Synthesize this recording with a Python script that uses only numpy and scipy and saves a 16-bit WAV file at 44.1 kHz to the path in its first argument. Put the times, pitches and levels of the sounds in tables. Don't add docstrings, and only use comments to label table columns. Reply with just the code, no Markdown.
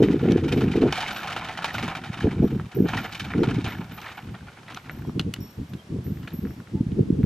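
import sys
import numpy as np
from scipy import signal
from scipy.fft import rfft, irfft, next_fast_len
from scipy.io import wavfile
from scipy.ndimage import uniform_filter1d

SR = 44100
rng = np.random.default_rng(int(sys.argv[2]) if len(sys.argv) > 2 else 0)


def master(y):
    cut = np.clip(np.atleast_2d(y).T, -1, 1)
    pcm = np.round(cut * 32767)
    wavfile.write(sys.argv[1], SR, pcm.astype(np.int16))


N = 319725
TIME = np.arange(N) / SR
FFT_SIZE = next_fast_len(N + SR // 4)
FREQS = np.maximum(np.fft.rfftfreq(FFT_SIZE, 1 / SR), 1)
STOP_S = 5.1

# time in seconds, rattle level in dB.
ROLL = [(0.0, -40.5), (0.45, -43.5), (0.75, -43), (1.0, -31), (1.3, -36), (1.55, -37), (1.85, -37),
        (2.0, -47.5), (2.25, -39), (2.45, -48.5), (2.8, -54.5), (2.88, -41), (2.97, -33), (3.15, -45),
        (3.66, -39.5), (3.88, -51), (4.08, -42), (4.25, -54), (4.9, -53.5)]
# start in seconds, level in dB, extra treble in dB.
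JOLTS = [(0.027, -16, 6.5), (0.11, -26, 9), (0.153, -31, -5), (0.2, -27, -2), (0.237, -19, -5),
         (0.282, -28, 2), (0.305, -19.5, 6.5), (0.371, -20, 1), (0.436, -23.5, 8), (0.481, -17, 4),
         (0.521, -17, 9.5), (0.572, -18, 0.5), (0.608, -16, 0.5), (0.679, -18.5, -4), (0.713, -32, 17),
         (0.734, -22, -10), (0.759, -20, 4), (0.816, -17, -1), (0.878, -15.5, -8), (0.925, -6.5, 3.5),
         (0.951, -19.5, 10), (0.976, -15, 4.5), (1.006, -14.5, 3), (1.027, -13.5, 0), (1.08, -15.5, 1.5),
         (1.108, -15.5, 0), (1.162, -16.5, 6.5), (1.232, -16, 4), (1.274, -11.5, 1), (1.3, -14, 2.5),
         (1.32, -17.5, 7.5), (1.364, -7.5, 0.5), (1.411, -15.5, -9), (1.445, -16, 3), (1.486, -14, -0.5),
         (1.574, -15, 2), (1.622, -21.5, 6), (1.644, -7, 6.5), (1.679, -16.5, -0.5), (1.742, -13.5, 3.5),
         (1.782, -13, 0), (1.827, -13.5, 5), (1.843, -20, -6), (1.879, -13.5, -1), (1.912, -17, -12),
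         (1.951, -13, -1.5), (1.967, -19.5, 0), (2.055, -22, 1), (2.037, -18.5, -0.5), (2.132, -13.5, -4.5),
         (2.172, -18.5, 0), (2.202, -19.5, 5), (2.214, -26, 1), (2.31, -20.5, -0.5), (2.353, -35, 0),
         (2.5, -25, -2), (2.713, -26, 3.5), (2.855, -19.5, -12), (2.885, -14.5, 3), (2.934, -8, -15),
         (2.969, -15, 5.5), (3.043, -14.5, 0.5), (3.122, -23, 12.5), (3.147, -21.5, 8), (3.196, -19.5, 12),
         (3.243, -16.5, -1), (3.304, -17, -7), (3.347, -30, -15), (3.433, -14, 2), (3.485, -16, -2),
         (3.506, -25.5, 6), (3.543, -19, 4.5), (3.643, -14, 1.5), (3.662, -13.5, 1), (3.72, -16.5, -5),
         (3.805, -20.5, -8), (3.832, -35, -3), (3.91, -26, 1), (3.976, -20.5, -3), (4.06, -21, -9),
         (4.082, -25, -6), (4.111, -26, -12), (4.173, -19, -5), (4.341, -22.5, -10), (4.468, -27.5, -2),
         (4.567, -27.5, -9), (4.7, -21.5, 0.5), (4.765, -22, -1.5)]
# frequency in Hz, level in dB.
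CART_EQ = [(60, -13.5), (150, -36), (300, -8), (550, -8.5), (750, 2.5), (980, -3.5), (1600, 4), (3000, -9),
           (4500, -15.5), (6500, -24), (8500, -33), (12000, -37), (15500, -43)]
# centre in Hz, width in Hz, gain in dB.
RATTLE_PEAKS_DIPS = [(797, 56, 2.5), (1640, 320, -5.5), (1980, 250, -7.5), (2360, 220, 2.5),
                     (2700, 60, 0.5), (3060, 220, 5), (3450, 310, -1), (3700, 130, 5.5), (4870, 200, -1.5),
                     (5600, 190, 0), (6560, 270, 1.5)]
# frequency in Hz, phase lead of the left channel in radians.
LEFT_LEAD = [(1500, 0), (3000, 0.48), (5000, 0.97), (9000, 0), (15000, 1.7)]
# frequency in Hz, side against mid in dB.
NEAR_WIDTH = [(60, -35), (350, -63), (900, -52), (1700, -26), (3000, -15.5), (5000, -7), (9000, -2),
              (15000, 0.5)]
# start in seconds, level in dB, pitch in Hz.
KNOCKS = [(0.086, -25.5, 1640), (1.6436, -16, 1080), (1.6479, -18, 1000), (2.598, -23.5, 1110),
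          (2.935, -31, 1500), (3.337, -18.5, 1470), (4.896, -21.5, 1570), (5.05, -35, 790),
          (5.095, -30, 900), (5.196, -24, 1090), (5.339, -29.5, 1610), (5.364, -37, 1290),
          (5.735, -39, 1190), (6.067, -40, 1590), (6.172, -39, 1450), (6.275, -28.5, 1900),
          (6.279, -27.5, 1390), (6.32, -40, 1490), (6.452, -34.5, 1310), (6.471, -39, 1500),
          (6.507, -39, 1450), (6.602, -36, 1150), (6.673, -40.5, 1510), (6.919, -39, 2700),
          (7.232, -34, 1550)]
# frequency in Hz, level in dB.
SCUFF_EQ = [(250, -23), (550, 27), (2500, 10), (4000, -35), (9000, -37)]
# start in seconds, length in seconds, level in dB.
SCRAPES = [(3.65, 0.077, -42.5), (3.97, 0.02, -49), (4.002, 0.13, -44), (4.668, 0.07, -43.5),
           (4.758, 0.022, -40), (4.828, 0.094, -51.5), (6.215, 0.049, -53), (6.287, 0.067, -54),
           (6.44, 0.07, -64)]
# start in seconds, level in dB, 60 dB decay time in seconds, low cut in Hz,
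# ring pitch in Hz, ring against snap in dB.
TACK_CLICKS = [(0.32, -20.5, 0.011, 2500, 5840, -2), (0.926, -27, 0.025, 1010, 5600, 6),
               (4.015, -26, 0.023, 4960, 5940, -6), (4.746, -23.5, 0.013, 3500, 6000, -2),
               (5.195, -13, 0.006, 900, 4200, -13), (5.2, -25.5, 0.032, 1200, 4100, -12),
               (5.212, -28, 0.004, 1500, 2870, -14), (5.3385, -5, 0.012, 12000, 13700, -8),
               (5.361, -36, 0.04, 1500, 3570, -20), (5.735, -35, 0.042, 1000, 3100, -28),
               (6.229, -43, 0.1, 1000, 2900, -30), (6.276, -33.5, 0.065, 1000, 2780, -26)]
# frequency in Hz, level in dB.
TACK_EQ = [(300, 16), (1000, -0.5), (1550, 3.5), (2400, 1), (2950, 9.5), (3250, 3), (3600, 3.5), (4250, 0),
           (5000, -6.5), (6400, -10), (8000, -17), (13000, -24), (15500, -30)]
# start in seconds, first upper mode's level in dB, upper pair's detune in Hz,
# second upper mode against the first in dB, first and second lower modes' levels in dB.
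PINGS = [(0.0, -61, 8, -1, -68, -75), (0.215, -64, 3, -12, -82, -70), (0.481, -58, 29, -9, -58, -75),
         (0.575, -58, 45, -10, -70, -75), (1.124, -60, 4, 11, -81, -57), (1.732, -60, 13, 4, -69, -69),
         (2.428, -58.5, -10, -1, -79, -63), (2.748, -48.5, -10.5, -4, -66, -61),
         (2.987, -55, -10.5, -2, -64, -66), (3.17, -62, 3, -10, -72, -65), (3.4, -70, 19, -5, -66, -63),
         (3.679, -54, 7, -7, -68, -60), (3.92, -52, 2, -7, -69, -70), (4.17, -63, 14, -15, -70, -72),
         (4.737, -60, 56, -15, -77, -74), (4.914, -57, 11, 1, -69, -71), (5.07, -72, 35, -16, -70, -69),
         (5.404, -53.5, 3, -5, -55.5, -67), (5.69, -64, 42, -17, -71, -72), (5.85, -76, 40, -15, -66, -82),
         (6.042, -51, 0, -19, -68, -70), (6.332, -48.5, 39.5, -18, -65, -80),
         (6.475, -72, 38, -18, -64, -78), (7.233, -59, 10, -10, -70, -70)]
# pitch before detuning in Hz, 60 dB decay time in seconds.
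UPPER_MODES = [(12123, .95), (12161, .8)]
# time of reaching full strength in seconds, hold in seconds, level in dB.
GUSTS = [(0.01, 0.03, -16.5), (0.259, 0.061, -16.5), (0.344, 0.019, -19), (0.677, 0.029, -19.5),
         (0.756, 0.11, -19.5), (1.747, 0.13, -30.5), (2.247, 0.035, -18.5), (2.389, 0.057, -19),
         (2.516, 0.057, -24.5), (2.774, 0.089, -23), (2.892, 0.099, -28.5), (3.222, 0.085, -32),
         (3.352, 0.082, -21.5), (3.447, 0.15, -25.5), (3.622, 0.057, -29.5), (3.744, 0.065, -31),
         (3.886, 0.042, -38), (4.24, 0.091, -36), (4.42, 0.055, -39), (4.731, 0.02, -42),
         (4.948, 0.027, -34), (5.075, 0.019, -28.5), (5.162, 0.042, -27), (5.259, 0.024, -26),
         (5.381, 0.04, -33), (5.583, 0.035, -30.5), (5.715, 0.032, -31.5), (5.918, 0.08, -28.5),
         (6.048, 0.062, -29), (6.164, 0.012, -29.5), (6.218, 0.034, -34.5), (6.332, 0.004, -27.5),
         (6.433, 0.021, -27), (6.492, 0.015, -31.5), (6.58, 0.011, -34), (6.742, 0.013, -27.5),
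         (6.805, 0.0072, -28.5), (6.875, 0.053, -29.5), (6.984, 0.012, -19), (7.065, 0.31, -25.5)]
# time in seconds, level in dB.
WIND_BED = [(0.0, -16.5), (0.34, -23), (0.4, -24.5), (0.6, -20.5), (0.87, -25.5), (0.95, -42), (1.3, -43.5),
            (2.1, -40), (2.33, -29), (2.66, -33.5), (2.72, -61), (3.0, -37), (3.18, -47), (3.9, -42.5),
            (4.15, -50.5), (4.8, -49), (5.0, -36), (5.6, -49), (7.25, -47)]
# centre time in seconds, level in dB, pitch in Hz.
BUFFETS = [(0.023, -2.5, 407), (0.047, -5, 305), (0.091, -14, 250), (0.105, -10, 236), (0.161, -11, 286),
           (0.231, -11.5, 196), (0.256, -13, 382), (0.3, -7, 250), (0.319, -10, 331), (0.362, -2.5, 360),
           (0.459, -12, 292), (0.57, -8.5, 210), (0.636, -15, 225), (0.682, -9, 170), (0.703, -12, 264),
           (0.776, -8.5, 278), (0.822, -3, 315), (0.839, -1.5, 393), (0.88, -20, 262), (2.104, -18, 151),
           (2.251, -14.5, 66), (2.257, -9, 330), (2.404, -7.5, 207), (2.407, -13, 69), (2.446, -8.5, 229),
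           (2.565, -12, 167), (2.805, -6.5, 230), (2.825, -7, 207), (3.363, -16, 258), (3.382, -12, 210),
           (3.42, -6, 340), (3.481, -12.5, 177), (3.514, -17.5, 199), (3.569, -14, 154), (3.591, -13, 258),
           (5.204, -16, 176), (5.266, -14, 220), (6.121, -14.5, 154), (6.392, -17, 186),
           (6.755, -11.5, 157), (6.811, -8.5, 224), (6.869, -14.5, 164), (6.929, -14, 135),
           (6.993, -6.5, 348), (7.009, -6, 157), (7.105, -6.5, 262), (7.129, -9, 159), (7.192, -9.5, 210),
           (7.241, -6, 140), (7.243, -12.5, 61)]
# frequency in Hz, level in dB.
BREEZE_EQ = [(20, -42), (35, -25.5), (70, -5.5), (105, -0.5), (150, -0.5), (210, -4), (350, -13.5),
             (470, -27.5), (540, -42.5), (900, -79)]
GUST_EQ = [(20, -45), (35, -39), (70, -22.5), (130, -2), (260, 0), (400, -2), (480, -5.5), (535, -32.5),
           (650, -39), (1200, -71)]
ROAR_EQ = [(350, -18.5), (520, 7), (680, 8), (850, -2), (1200, -21), (2000, -79)]
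# frequency in Hz, side against mid in dB.
WIND_WIDTH = [(40, -40), (90, -43), (170, -28), (350, -14.5), (700, 1)]
# time in seconds, side gain in dB, roar in a strong wind in dB.
WIND_ANGLE = [(0, -9, -28.5), (0.3, -8, -21.5), (0.9, -13.5, -15), (2.3, -7, -21), (2.8, 2.5, -18),
              (6.5, 2.5, -30), (7.25, 13.5, -20)]
# start in seconds, length in seconds, first and last pitch in Hz, level in dB.
BIRD_CALLS = [(5.024, 0.089, 3300, 3210, -60), (5.776, 0.048, 3220, 3180, -50.5),
              (6.733, 0.099, 830, 930, -49)]
# frequency in Hz, level in dB.
YARD_EQ = [(25, -26), (80, 11.5), (160, -24.5), (400, 4), (900, -0.5), (2000, -6.5), (3200, -8),
           (4500, -12), (5700, -14), (9000, -19.5), (12500, -24.5), (14000, -33), (15500, -37)]
# frequency in Hz, side against mid in dB.
YARD_WIDTH = [(60, -43), (300, -23), (800, -7), (1700, 0.5), (3000, -3.5), (9000, -4)]


def cart(split_hz=2600, brightening=0.13, patchy_db=1.38, grain_db=2, reference_db=-44):
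    pace = from_db(in_time(ROLL) - reference_db)
    rolling = wheel_grind(pace)
    jolts = [*JOLTS, *pebble_jolts()]
    ripple_db = sum(db / (1 + (2 * (FREQS - hz) / width) ** 2) for hz, width, db in RATTLE_PEAKS_DIPS)
    body = from_db(curve_db(CART_EQ) + ripple_db)
    bright = 1 / (1 + (split_hz / FREQS) ** 4)
    out = 0
    for is_bright, share in enumerate((1 - bright, bright)):
        power = (rolling * pace ** (is_bright * brightening)) ** 2
        force = np.sqrt(power + jolt_power(jolts, is_bright))
        contacts = evened(white(), window_s=0.0076) * force
        contacts *= from_db(patchy_db * drift(15.3) + grain_db * drift(220))
        band = body * np.sqrt(share + 1e-9)
        band_gain = np.sqrt(np.sum(band ** 2) / np.sum(body ** 2))
        out = out + band_gain * coloured(contacts, 20 * np.log10(band), NEAR_WIDTH)
        if not is_bright:
            out = out + clacks(force)
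    phase_shift = np.exp(.5j * curve_db(LEFT_LEAD) * np.array([[1], [-1]]))
    return irfft(rfft(out, FFT_SIZE) * phase_shift, FFT_SIZE)[:, :N]


def wheel_grind(pace, level_db=-3, bump_rate=120, bump_t60=0.025, steady=0.99):
    bumps = (rng.random(N) < pace * bump_rate / SR) * rng.uniform(0.33, 1, N) / pace
    bumps = signal.fftconvolve(bumps, decay(bump_t60))[:N]
    shake = rms_one(steady + rms_one(bumps))
    fade_out = np.clip((STOP_S - TIME) * 10, 0, 1)
    return from_db(in_time(ROLL) + level_db) * shake * fade_out


def pebble_jolts(count=40, above_roll_db=15.5, spread_db=5, treble_spread_db=4, hardest_db=-20):
    when, size, colour = rng.uniform(-0.56, 1, (count, 3)).T
    s = (np.arange(count) + .5 + when / 2) * STOP_S / count
    db = np.interp(s, *np.transpose(ROLL)) + above_roll_db + spread_db * size
    return np.transpose([s, np.minimum(db, hardest_db), treble_spread_db * colour])


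def jolt_power(jolts, is_bright, crack_db=-12, chatter_db=-12.5, hard_db=-12, swell_s=0.006):
    crack, chatter = decay(t60=0.022), decay(t60=0.11)
    chatter *= 1 - np.exp(-(TIME[:len(chatter)] / swell_s) ** 2)
    power = np.zeros(N)
    for s, db, treble_db in jolts:
        lift_db = is_bright * treble_db
        hardness = min(from_db(db - hard_db), 1)
        add(power, s, (from_db(db + crack_db + lift_db) * hardness * crack) ** 2)
        add(power, s - swell_s / 2, (from_db(min(db, hard_db) + chatter_db + lift_db) * chatter) ** 2)
    return power


def clacks(force, per_s=150, ring_cycles=34, level_db=-4):
    out, pitches_hz = np.zeros(N), np.geomspace(750, 4200, num=22)
    knocks = (rng.random(N) < per_s / SR) * rng.standard_normal(N) * np.sqrt(SR / per_s) * force
    struck = rng.integers(0, len(pitches_hz), N)
    for k, hz in enumerate(pitches_hz):
        r, w = from_db(-60 * hz / (ring_cycles * SR)), 2 * np.pi * hz / SR
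        gain = np.sqrt(2 * (1 - r * r)) * np.sin(w) * from_db(np.interp(hz, *np.transpose(CART_EQ)))
        out += signal.lfilter([0, gain], [1, -2 * r * np.cos(w), r * r], knocks * (struck == k) + 1e-18)
    return from_db(level_db) * out


def hoof_and_basket_knocks(band_ratio=1.4, thud_db=-9, thud_band_hz=(325, 1300), crumble_db=-29):
    out = np.zeros(N)
    fade = np.pad(decay(t60=0.049), (0, SR // 100))
    for s, db, hz in KNOCKS:
        crumble = from_db(crumble_db) * fade * rng.standard_normal(len(fade))
        blow = signal.unit_impulse(len(fade)) + crumble
        clop = filtered(blow, 3, [hz / band_ratio, hz * band_ratio], "band")
        clop += from_db(thud_db) * filtered(blow, 2, thud_band_hz, "band")
        add(out, s, from_db(db) * clop / np.abs(clop).max())
    return out


def scuffs(level_db=-28, t60=0.24):
    power = np.zeros(N)
    for s, db, _ in KNOCKS:
        add(power, s, (from_db(db + level_db) * decay(t60)) ** 2)
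    return coloured(white() * np.sqrt(power), curve_db(SCUFF_EQ), NEAR_WIDTH)


def scrapes(grains_per_s=900, size_db=4, ring_cycles=16):
    force = np.zeros(N)
    for s, length, db in SCRAPES:
        add(force, s, from_db(db) * signal.windows.tukey(int(length * SR), .5))
    sizes = from_db(size_db * np.minimum(rng.exponential(1, N), 3)) * rng.choice([-1, 1], N)
    snaps = (rng.random(N) < grains_per_s / SR) * sizes
    grit, pitches_hz = np.zeros(N), np.geomspace(1000, 3900, num=12)
    struck = rng.integers(0, len(pitches_hz), N)
    for k, hz in enumerate(pitches_hz):
        r, w = from_db(-60 * hz / (ring_cycles * SR)), 2 * np.pi * hz / SR
        grit += signal.lfilter([np.sin(w)], [1, -2 * r * np.cos(w), r * r], snaps * (struck == k) + 1e-18)
    return force * evened(grit[None], window_s=0.017)


def tack(level_db=-4, slip_s=0.0019):
    out = np.zeros((2, N))
    for s, db, t60, low_cut_hz, ring_hz, ring_db in TACK_CLICKS:
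        fade = np.concatenate([np.ones(int(slip_s * SR)), decay(t60), np.zeros(SR // 200)])
        snap = evened(rng.standard_normal((2, len(fade))), window_s=0.0004)
        ring = from_db(ring_db) * np.sin(2 * np.pi * ring_hz * TIME[:len(fade)])
        add(out, s, from_db(db + level_db) * filtered((snap + ring) * fade, 1, low_cut_hz, "high"))
    return coloured(out, curve_db(TACK_EQ), NEAR_WIDTH)


def pings(level_db=-3.7, lower_hz=(5551, 5604), lower_t60=1.16, strike_db=6, strike_s=0.11,
          left_lag_rad=1.07, sway=0.0004, swell_db=2, flutter_db=2):
    out = np.zeros((2, N))
    clock = np.cumsum(1 + sway * drift(2.5)) / SR
    swell = from_db(swell_db * drift(5))
    for (s, db, detune, second_db, *lower_dbs), turns in zip(PINGS, rng.random((len(PINGS), 3))):
        start = int(s * SR)
        upper = [(hz + detune, mode_db, t60, turns[0])
                 for (hz, t60), mode_db in zip(UPPER_MODES, (db, db + second_db))]
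        lower = [(hz, mode_db, lower_t60, turn) for hz, mode_db, turn in zip(lower_hz, lower_dbs, turns[1:])]
        for hz, mode_db, t60, turn in upper + lower:
            fade = decay(t60)[:N - start]
            span = slice(start, start + len(fade))
            t = clock[span] - clock[start]
            fade *= np.minimum(t * 1000, 1)
            if hz in lower_hz:
                fade *= swell[span]
            gain = from_db(mode_db + level_db + strike_db * np.exp(-t / strike_s))
            phase = 2 * np.pi * (hz * t + turn) - np.array([[left_lag_rad], [0]])
            add(out, s, gain * fade * np.sin(phase))
    return out * from_db(flutter_db * drift(25))


def wind(level_db=-1, lumpy_db=3.5, light_db=-30, strong_db=-18, roar_growth=2.5):
    level = gust_envelope_db() + lumpy_db * np.minimum(drift(39), 1)
    strength = np.clip((level - light_db) / (strong_db - light_db), 0, 1) ** 2
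    breeze, gust, roar = (evened(coloured(white(), curve_db(eq), WIND_WIDTH), window_s=0.0262)
                          for eq in (BREEZE_EQ, GUST_EQ, ROAR_EQ))
    width_db, roar_db = (in_time(np.array(WIND_ANGLE)[:, [0, k]]) for k in (1, 2))
    gust += from_db(roar_db + roar_growth * (level - strong_db)) * roar
    rumble = np.sqrt(1 - strength) * breeze + np.sqrt(strength) * gust
    left, right = from_db(level + level_db) * rumble + buffets()
    mid, side = (left + right) / 2, (left - right) / 2 * from_db(width_db)
    side = filtered(side, 2, 110, "high")
    return np.array([mid + side, mid - side])


def gust_envelope_db(rise_db_per_s=605, fall_db_per_s=255):
    level = in_time(WIND_BED)
    for s, hold, db in GUSTS:
        early, late = np.maximum(s - TIME, 0), np.maximum(TIME - s - hold, 0)
        level = np.maximum(level, db - rise_db_per_s * early - fall_db_per_s * late)
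    return level


def buffets(level_db=-1, low_cut_hz=55, high_cut_hz=500, side_db=-24, width_cycles=0.43):
    out, t = np.zeros((2, N)), TIME[:SR // 25] - 1 / 50
    for (s, db, hz), phase in zip(BUFFETS, rng.uniform(0, 2 * np.pi, len(BUFFETS))):
        skew = from_db(side_db) * hz / 250 * np.array([[1], [-1]])
        swing = np.exp(-.5 * (t * hz / width_cycles) ** 2) * np.cos(2 * np.pi * hz * t + phase + skew)
        add(out, s + t[0], from_db(db + level_db) * swing)
    out = filtered(out, 2, low_cut_hz, "high")
    return signal.sosfiltfilt(signal.butter(6, high_cut_hz, fs=SR, output="sos"), out)


def birds():
    out = np.zeros(N)
    for s, length, start_hz, end_hz, db in BIRD_CALLS:
        hz = np.linspace(start_hz, end_hz, int(length * SR))
        add(out, s, from_db(db) * np.hanning(len(hz)) * np.sin(2 * np.pi * np.cumsum(hz) / SR))
    return out


def yard_air(level_db=-54):
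    return from_db(level_db) * coloured(white(), curve_db(YARD_EQ), YARD_WIDTH)


def yard_reverb(x, wet_db=-18, t60=0.11, dull_hz=4000):
    fade = decay(t60)
    tail = coloured(white(), -10 * np.log10(1 + (FREQS / dull_hz) ** 2), NEAR_WIDTH)[:, :len(fade)] * fade
    tail *= from_db(wet_db) / np.sqrt(np.sum(tail ** 2) / 2)
    return x + signal.fftconvolve(x, tail, axes=1)[:, :N]


def from_db(db):
    return 10 ** (np.asarray(db) / 20)


def rms_one(x):
    return x / np.sqrt(np.mean(x ** 2) + 1e-20)


def in_time(rows):
    return np.interp(TIME, *np.transpose(rows))


def curve_db(points):
    hz, db = np.transpose(points)
    return np.interp(np.log(FREQS), np.log(hz), db)


def drift(rate_hz):
    hop = 40
    r = np.exp(-2 * np.pi * hop * rate_hz / SR)
    slow = signal.lfilter([1], [1, -2 * r, r * r], rng.standard_normal(N // hop + 2002))[2000:]
    return np.interp(np.arange(N) / hop, np.arange(len(slow)), rms_one(slow))


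def coloured(pair, eq_db, width):
    cepstrum = irfft(np.log(rms_one(from_db(eq_db))), FFT_SIZE)
    cepstrum[1:FFT_SIZE // 2] *= 2
    cepstrum[FFT_SIZE // 2 + 1:] = 0
    mid, side = rfft(pair, FFT_SIZE) * np.exp(rfft(cepstrum))
    side = side * from_db(curve_db(width))
    return irfft(np.array([mid + side, mid - side]), FFT_SIZE)[:, :N]


def filtered(x, order, hz, kind):
    return signal.sosfilt(signal.butter(order, hz, kind, fs=SR, output="sos"), x)


def white():
    return rng.standard_normal((2, N))


def add(out, s, sound):
    start = int(np.clip(s * SR, 0, N - 1))
    out[..., start:start + sound.shape[-1]] += sound[..., :N - start]


def decay(t60):
    return np.exp(-np.log(1000) * TIME[:int(t60 * SR)] / t60)


def evened(x, window_s):
    power = uniform_filter1d(np.mean(x ** 2, axis=0), int(window_s * SR))
    return x / np.sqrt(np.abs(power) + 1e-9)


def scene(cart_pan_db=-0.43):
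    rattle = cart() * from_db([[cart_pan_db], [-cart_pan_db]])
    towing = rattle + hoof_and_basket_knocks() + scuffs() + scrapes() + tack()
    air = yard_air()
    return yard_reverb(towing + birds()) + pings() + air + wind()


def record(dry, cutoff_hz=15500):
    return signal.sosfilt(signal.ellip(10, .1, 80, cutoff_hz, fs=SR, output="sos"), dry)


dry = scene()
out = record(dry)
master(out)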